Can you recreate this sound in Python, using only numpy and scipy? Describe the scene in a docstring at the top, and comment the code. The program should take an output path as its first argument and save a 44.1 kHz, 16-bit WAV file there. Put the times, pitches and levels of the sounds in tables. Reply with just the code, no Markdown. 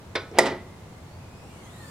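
"""Opening a car bonnet

Close by in a garage, a hand clicks the safety catch aside. The striker (the metal loop that the hook
holds) scrapes up the hook and snaps free with a loud clack that rings the sheet metal. The gas struts
then hiss with gliding tones as the bonnet rises, over a low rumble. A limiter turns the clack down."""
import sys
import numpy as np
from scipy import signal
from scipy.fft import rfft, irfft
from scipy.io import wavfile
from scipy.ndimage import uniform_filter1d, minimum_filter1d

SR = 44100
rng = np.random.default_rng(int(sys.argv[2]) if len(sys.argv) > 2 else 0)


def wav_out(sig):
    """Save sig, one row per channel (or a flat mono array), as 16-bit PCM at SR to the path in sys.argv[1]."""
    wavfile.write(sys.argv[1], SR, np.round(np.clip(np.atleast_2d(sig).T, -1, 1) * 32767).astype(np.int16))


N = 83790

# Blows of the snap. Each row: start in seconds, level in dB, extra dB for the clear tones.
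SNAP_BLOWS = [(0.3863, -3, -5), (0.3894, -6.5, 1), (0.3962, -29, 4.5)]
# Hits of the catch and of the rattling hook. Each row: start in seconds, level in dB.
CATCH_HITS = [(0.1532, -24.5), (0.1563, -21.5), (0.161, -38)]
HOOK_HITS = [(0.4575, -25.5), (0.4655, -29), (0.47, -36.5)]
# Clear tones of struck metal. Each row: pitch in Hz, level in dB, seconds to fade by 60 dB.
SNAP_TONES = [(199, -20.5, 0.29), (362.5, -21, 0.5), (433, -20.5, 0.41), (530, -18, 0.14),
              (647, -21.5, 0.2), (659, 0.5, 0.022), (1379, -17, 0.2), (1964, -2.5, 0.034),
              (8240, -14.5, 0.05)]
CATCH_TONES = [(365.4, -12.5, 0.18), (429, -10, .08), (1090, -9.5, 0.16), (1298, -19, 0.22),
               (1479, -8, 0.15), (1760, -9, 0.1), (2110, -12, 0.075), (3540, -4.5, 0.05)]
# How long the noisy rings and the echo last. Each row: frequency in Hz, seconds to fade by 60 dB.
SNAP_FADE = [(200, 0.12), (700, 0.036), (2000, 0.074), (5000, 0.046), (11000, 0.024)]
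CATCH_FADE = [(400, 0.13), (3000, 0.094), (9000, 0.037)]
ECHO_FADE = [(150, .5), (500, 0.3214), (2000, 0.385), (5000, 0.26), (11000, 0.2047)]
# Each sound's colour, its mix of low and high. Each row: frequency in Hz, relative level in dB.
SNAP_COLOUR = [(70, -40), (130, -35), (200, 2.5), (300, -11), (420, 8.5), (680, 3), (900, -2.5),
               (1650, -11.5), (2050, -1.5), (2700, -16.5), (3700, -13.5), (5900, -12), (8500, -15),
               (11200, -14.5), (13000, -35), (16000, -37)]
HOOK_COLOUR = [(150, -10), (500, 6.5), (3800, 1), (6000, -2.5), (7000, -8.5), (8600, -5), (16000, -51)]
SCRAPE_COLOUR = [(80, -43), (220, 4), (700, 1.5), (1200, -10), (2400, -11), (5500, -28), (16000, -68)]
SHUDDER_COLOUR = [(100, -21), (200, -1.5), (450, -2.5), (1100, -8.5), (16000, -52)]
CATCH_COLOUR = [(100, -48), (280, -7), (400, 3.5), (1100, -5), (2250, -1.5), (2700, -11.5), (3600, -8),
                (5300, -9), (6500, -25.5), (9800, -22.5), (12500, -50), (16000, -56)]
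TICK_COLOUR = [(150, -23), (400, 11), (900, -17), (4300, -44), (5600, -18), (6800, -46)]
HISS_COLOUR = [(300, -6), (1100, 11), (1600, -1), (2800, -1.5), (5800, -14), (7000, 0), (9000, -5),
               (13300, -14.5), (15500, -22)]
ECHO_COLOUR = [(100, 1), (500, -2.5), (2000, -5.5), (5000, -1), (9000, -7.5), (15000, -8)]
RUMBLE_COLOUR = [(20, -18), (50, -11), (88, 1.5), (200, -8.5), (290, -13.5), (900, -18), (1500, -26.5),
                 (2600, -32.5), (4300, -35.5), (8000, -40), (12000, -45), (16000, -52)]
# How the scrape, gas flow and hiss swell. Each row: time in seconds, relative level in dB.
SCRAPE_SWELL = [(.33, -63), (.342, -43), (.365, -36.5), (.384, -24.5)]
FLOW_SWELL = [(.95, -12), (1.33, -7), (1.62, -4.5), (1.9, -1)]
HISS_SWELL = [(.6, -18), (.9, -4), (1.25, -14), (1.5, -0.5), (1.9, 6.5)]
# Lowest tone of the struts' shrinking and growing gas chambers. Each row: time in seconds, pitch in Hz.
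SHRINKING_PITCH = [(.9, 2015), (1.25, 2327), (1.48, 2750), (1.58, 2918), (1.69, 3340), (1.75, 3794),
                   (1.9, 4750)]
GROWING_PITCH = [(1.45, 2500), (1.65, 2070), (1.78, 1885), (1.9, 1740)]
# Each chamber's tones, lowest first. Each entry: level in dB before the swell is added.
SHRINKING_LEVELS = [-58.5, -65, -66]
GROWING_LEVELS = [-50.5, -60.5, -66, -64, -65]
# Strut whistles. Each row: start and length in seconds, first and last pitch in Hz, level in dB.
STRUT_WHISTLES = [(1.06, 0.16, 4320, 4650, -64.5), (1.186, 0.11, 2750, 2320, -61),
                  (1.39, .14, 5400, 5670, -70), (1.62, .065, 6420, 6300, -63)]
# Stereo width of the metal sounds and echo, and of the gas and rumble.
# Each row: frequency in Hz, level in dB of the wide part against the middle part.
METAL_WIDTH = [(60, -13), (150, -30), (380, -21.5), (950, -12.5), (2380, -8.5), (5980, -12), (15000, 3)]
AIR_WIDTH = [(60, -32), (150, -16), (380, -8.5), (950, -5.5), (2380, 0.5), (5980, 0), (15000, -0.5)]
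# The latch is softer on the left. Each row: frequency in Hz, change of level in dB.
LEFT_COLOUR = [(400, -1.04), (1300, -0.5), (2200, -2.5), (4400, -1)]


def snap():
    """The striker jumps off the hook and rings latch and bonnet; the hook rattles back."""
    out, tones = np.zeros((2, N)), ring(SNAP_TONES)
    for start, db, tones_db in SNAP_BLOWS:
        clang = die_away(noise(SNAP_COLOUR), SNAP_FADE)
        add(out, start, amp(db) * (amp(tones_db) * tones + clang))
    for start, db in HOOK_HITS:
        add(out, start, amp(db) * die_away(noise(HOOK_COLOUR), CATCH_FADE))
    return out


def scrape(slips_per_s=3200):
    """The striker slides up the hook in tiny slips that grow stronger until it is free."""
    t = np.arange(N) / SR
    sliding = (t > SCRAPE_SWELL[0][0]) & (t < SNAP_BLOWS[0][0])
    return crackle(slips_per_s, SCRAPE_COLOUR) * amp(curve(SCRAPE_SWELL)) * sliding


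def shudder(knocks_per_s=350, length_s=0.14, spring_hz=2090, spring_fade_s=2.5):
    """The freed bonnet rattles with many small knocks, and the latch spring rings on."""
    t, out = np.arange(N) / SR, np.zeros((2, N))
    panel = amp(-29) * crackle(knocks_per_s, SHUDDER_COLOUR) * np.exp(-(t / length_s) ** 4)
    spring = resonate(stereo_noise(METAL_WIDTH), np.full(N, spring_hz), width_hz=100)
    spring *= amp(-56.5 - 60 * t / spring_fade_s)
    add(out, SNAP_BLOWS[0][0], build_up() * (panel + spring))
    return out


def catch(tick_s=0.3135):
    """The catch lever chatters against its stop; then the striker meets the hook with a tick."""
    out, tones = np.zeros((2, N)), ring(CATCH_TONES)
    for start, db in CATCH_HITS:
        add(out, start, amp(db) * (tones + die_away(noise(CATCH_COLOUR), CATCH_FADE)))
    add(out, tick_s, amp(-35) * die_away(noise(TICK_COLOUR), CATCH_FADE))
    return out


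def struts(flutter_db=0.5):
    """A piston shortens one gas chamber (rising tones) and lengthens the other; its seal hisses."""
    flow_db = curve(FLOW_SWELL)
    rising = chamber(SHRINKING_PITCH, GROWING_PITCH, SHRINKING_LEVELS, width_hz=250) * amp(flow_db)
    falling = chamber(GROWING_PITCH, SHRINKING_PITCH, GROWING_LEVELS, width_hz=72)
    falling *= amp(2.53 * flow_db)  # the growing chamber sings only in strong flow
    hiss = amp(-58 + curve(HISS_SWELL)) * noise(HISS_COLOUR, AIR_WIDTH)
    return (rising + falling + hiss) * amp(flutter_db * wobble())


def chamber(pitch, other_pitch, levels_db, width_hz, crossing_db=2, waver_db=0.8):
    """Rushing gas makes a tube sing; its tones glide as its length changes."""
    out = np.zeros((2, N))
    for k, db in enumerate(levels_db, 1):
        gas, hz = stereo_noise(AIR_WIDTH), k * curve(pitch)
        # each upper tone swells as it crosses a tone of the other chamber
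        meeting = (0.5 - abs(np.sin(np.pi * hz / curve(other_pitch)))) * (k > 1)
        gain = amp(db + crossing_db * meeting + waver_db * wobble())
        out += gain * resonate(gas, hz, width_hz * np.sqrt(k))
    return out


def whistles():
    """The struts whistle in short glides that swell and fade."""
    out = np.zeros((2, N))
    for start, length, from_hz, to_hz, db in STRUT_WHISTLES:
        glide = curve([(start, from_hz), (start + length, to_hz)])
        swell = np.sin(np.pi * curve([(start, 0), (start + length, 1)]))
        out += amp(db) * swell * resonate(stereo_noise(AIR_WIDTH), glide, width_hz=90)
    return out


def garage(x, onset_s=0.0053):
    """Sound bounces around the engine bay and off the walls, blurring into a short echo."""
    fade_in = 1 - np.exp(-np.arange(N) / SR / onset_s)
    tail = unit(die_away(stereo_noise(METAL_WIDTH), ECHO_FADE) * fade_in) / np.sqrt(N)
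    source = colour(x.mean(0), ECHO_COLOUR)
    return signal.fftconvolve(source[None], tail, axes=1)[:, :N]


def rumble():
    """A low, steady noise in the background."""
    return amp(-44) * noise(RUMBLE_COLOUR, AIR_WIDTH)


def to_the_right(x, lag_s=0.00003):
    """The latch is a little to the right, so it reaches the left side later and softer."""
    hz = np.fft.rfftfreq(N, 1 / SR)
    late = irfft(rfft(x[0]) * np.exp(-2j * np.pi * hz * lag_s), N)
    return np.array([colour(late, LEFT_COLOUR), x[1]])


def ring(rows):
    """Struck metal rings with clear, fading tones and gives off little bass."""
    t = np.arange(N) / SR
    tones = sum(amp(db - 60 * t / fade_s) * np.sin(2 * np.pi * hz * t) for hz, db, fade_s in rows)
    return cut_bass(tones * build_up(), hz=169)


def die_away(x, fades):
    """Starts x like a blow, then lets each frequency band fade at its own speed."""
    t, hz, spectrum = np.arange(N) / SR, np.fft.rfftfreq(N, 1 / SR), rfft(x)
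    centres, times = np.transpose(fades)
    bands = [irfft(spectrum * read(np.c_[centres, pick], hz), N) for pick in np.eye(len(times))]
    return build_up() * sum(band * amp(-60 * t / fade_s) for band, fade_s in zip(bands, times))


def build_up(contact_s=0.00019):
    """A blow builds up over the brief time that the parts touch."""
    return 1 - np.exp(-(np.arange(N) / SR / contact_s) ** 2)


def resonate(x, hz, width_hz):
    """Keeps a narrow band of x around the moving pitch hz, at strength 1."""
    turn = np.exp(2j * np.pi * np.cumsum(hz) / SR)
    r = np.exp(-np.pi * width_hz / SR)
    band = signal.lfilter([(1 - r) ** 2], [1, -2 * r, r * r], x / turn)
    return unit((turn * band).real)


def crackle(per_s, points):
    """Tiny clicks at random times, with a given colour, at strength 1."""
    clicks = rng.standard_normal((2, N)) * (rng.random(N) < per_s / SR)
    return unit(colour(spread(clicks, METAL_WIDTH), points))


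def noise(points, width=METAL_WIDTH):
    """Stereo noise with a given colour, at strength 1."""
    return unit(colour(stereo_noise(width), points))


def stereo_noise(width):
    """Plain noise spread over left and right."""
    return spread(rng.standard_normal((2, N)), width)


def spread(pair, width):
    """Turns two unrelated signals into left and right, nearly alike in the bass."""
    side = colour(pair[1], width)
    return np.array([pair[0] + side, pair[0] - side])


def wobble(smooth_s=0.046):
    """Slow random drift, at strength 1."""
    return unit(uniform_filter1d(rng.standard_normal(N), size=int(smooth_s * SR)))


def colour(x, points):
    """Turns each frequency up or down by a table in dB."""
    return irfft(rfft(x) * amp(read(points, np.fft.rfftfreq(N, 1 / SR))), N)


def cut_bass(x, hz):
    """Weakens everything below hz."""
    return signal.sosfilt(signal.butter(2, hz, "high", fs=SR, output="sos"), x)


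def read(points, hz):
    """Reads between the rows of a frequency table, with octaves evenly spaced."""
    row_hz, value = np.transpose(points)
    return np.interp(np.log(hz + 1), np.log(row_hz + 1), value)


def curve(points):
    """Reads a time table at every sample."""
    return np.interp(np.arange(N) / SR, *np.transpose(points))


def add(mix, start_s, sound):
    """Adds a sound to the mix at a given time."""
    part = mix[:, round(start_s * SR):][:, :sound.shape[1]]
    part += sound[:, :part.shape[1]]


def amp(db):
    """Turns decibels into a number to multiply by."""
    return 10 ** (np.asarray(db) / 20)


def unit(x):
    """Scales x to an average strength (rms) of 1."""
    return x / np.sqrt(np.mean(x ** 2) + 1e-20)


def scene():
    """Mixes the latch, its echo, the struts and the background."""
    click = catch()
    clack = snap() + scrape() + shudder()
    echo = garage(amp(-4) * click + amp(-2.5) * clack)
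    latch = cut_bass(click + clack + echo, hz=130)
    return to_the_right(latch) + struts() + whistles() + rumble()


def record(dry, ceiling_db=0.5, hold_s=0.051, recover_db_per_s=154, top_hz=16300):
    """A limiter turns loud peaks down, waits and recovers; then the highest treble is cut."""
    over_db = np.maximum(20 * np.log10(abs(dry).max(0) + 1e-9) - ceiling_db, 0)
    half_hold = int(hold_s * SR) // 2
    held_db = -minimum_filter1d(-over_db, 2 * half_hold + 1, origin=half_hold)
    recovery_db = np.arange(N) / SR * recover_db_per_s
    dip_db = uniform_filter1d(np.maximum.accumulate(held_db + recovery_db) - recovery_db, size=24)
    limited = np.clip(dry * amp(-dip_db), -1, 1)
    treble_cut = signal.firwin(511, top_hz, window=("kaiser", 9), fs=SR)
    return signal.oaconvolve(limited, treble_cut[None], "same")


dry = scene()
out = record(dry)
wav_out(out)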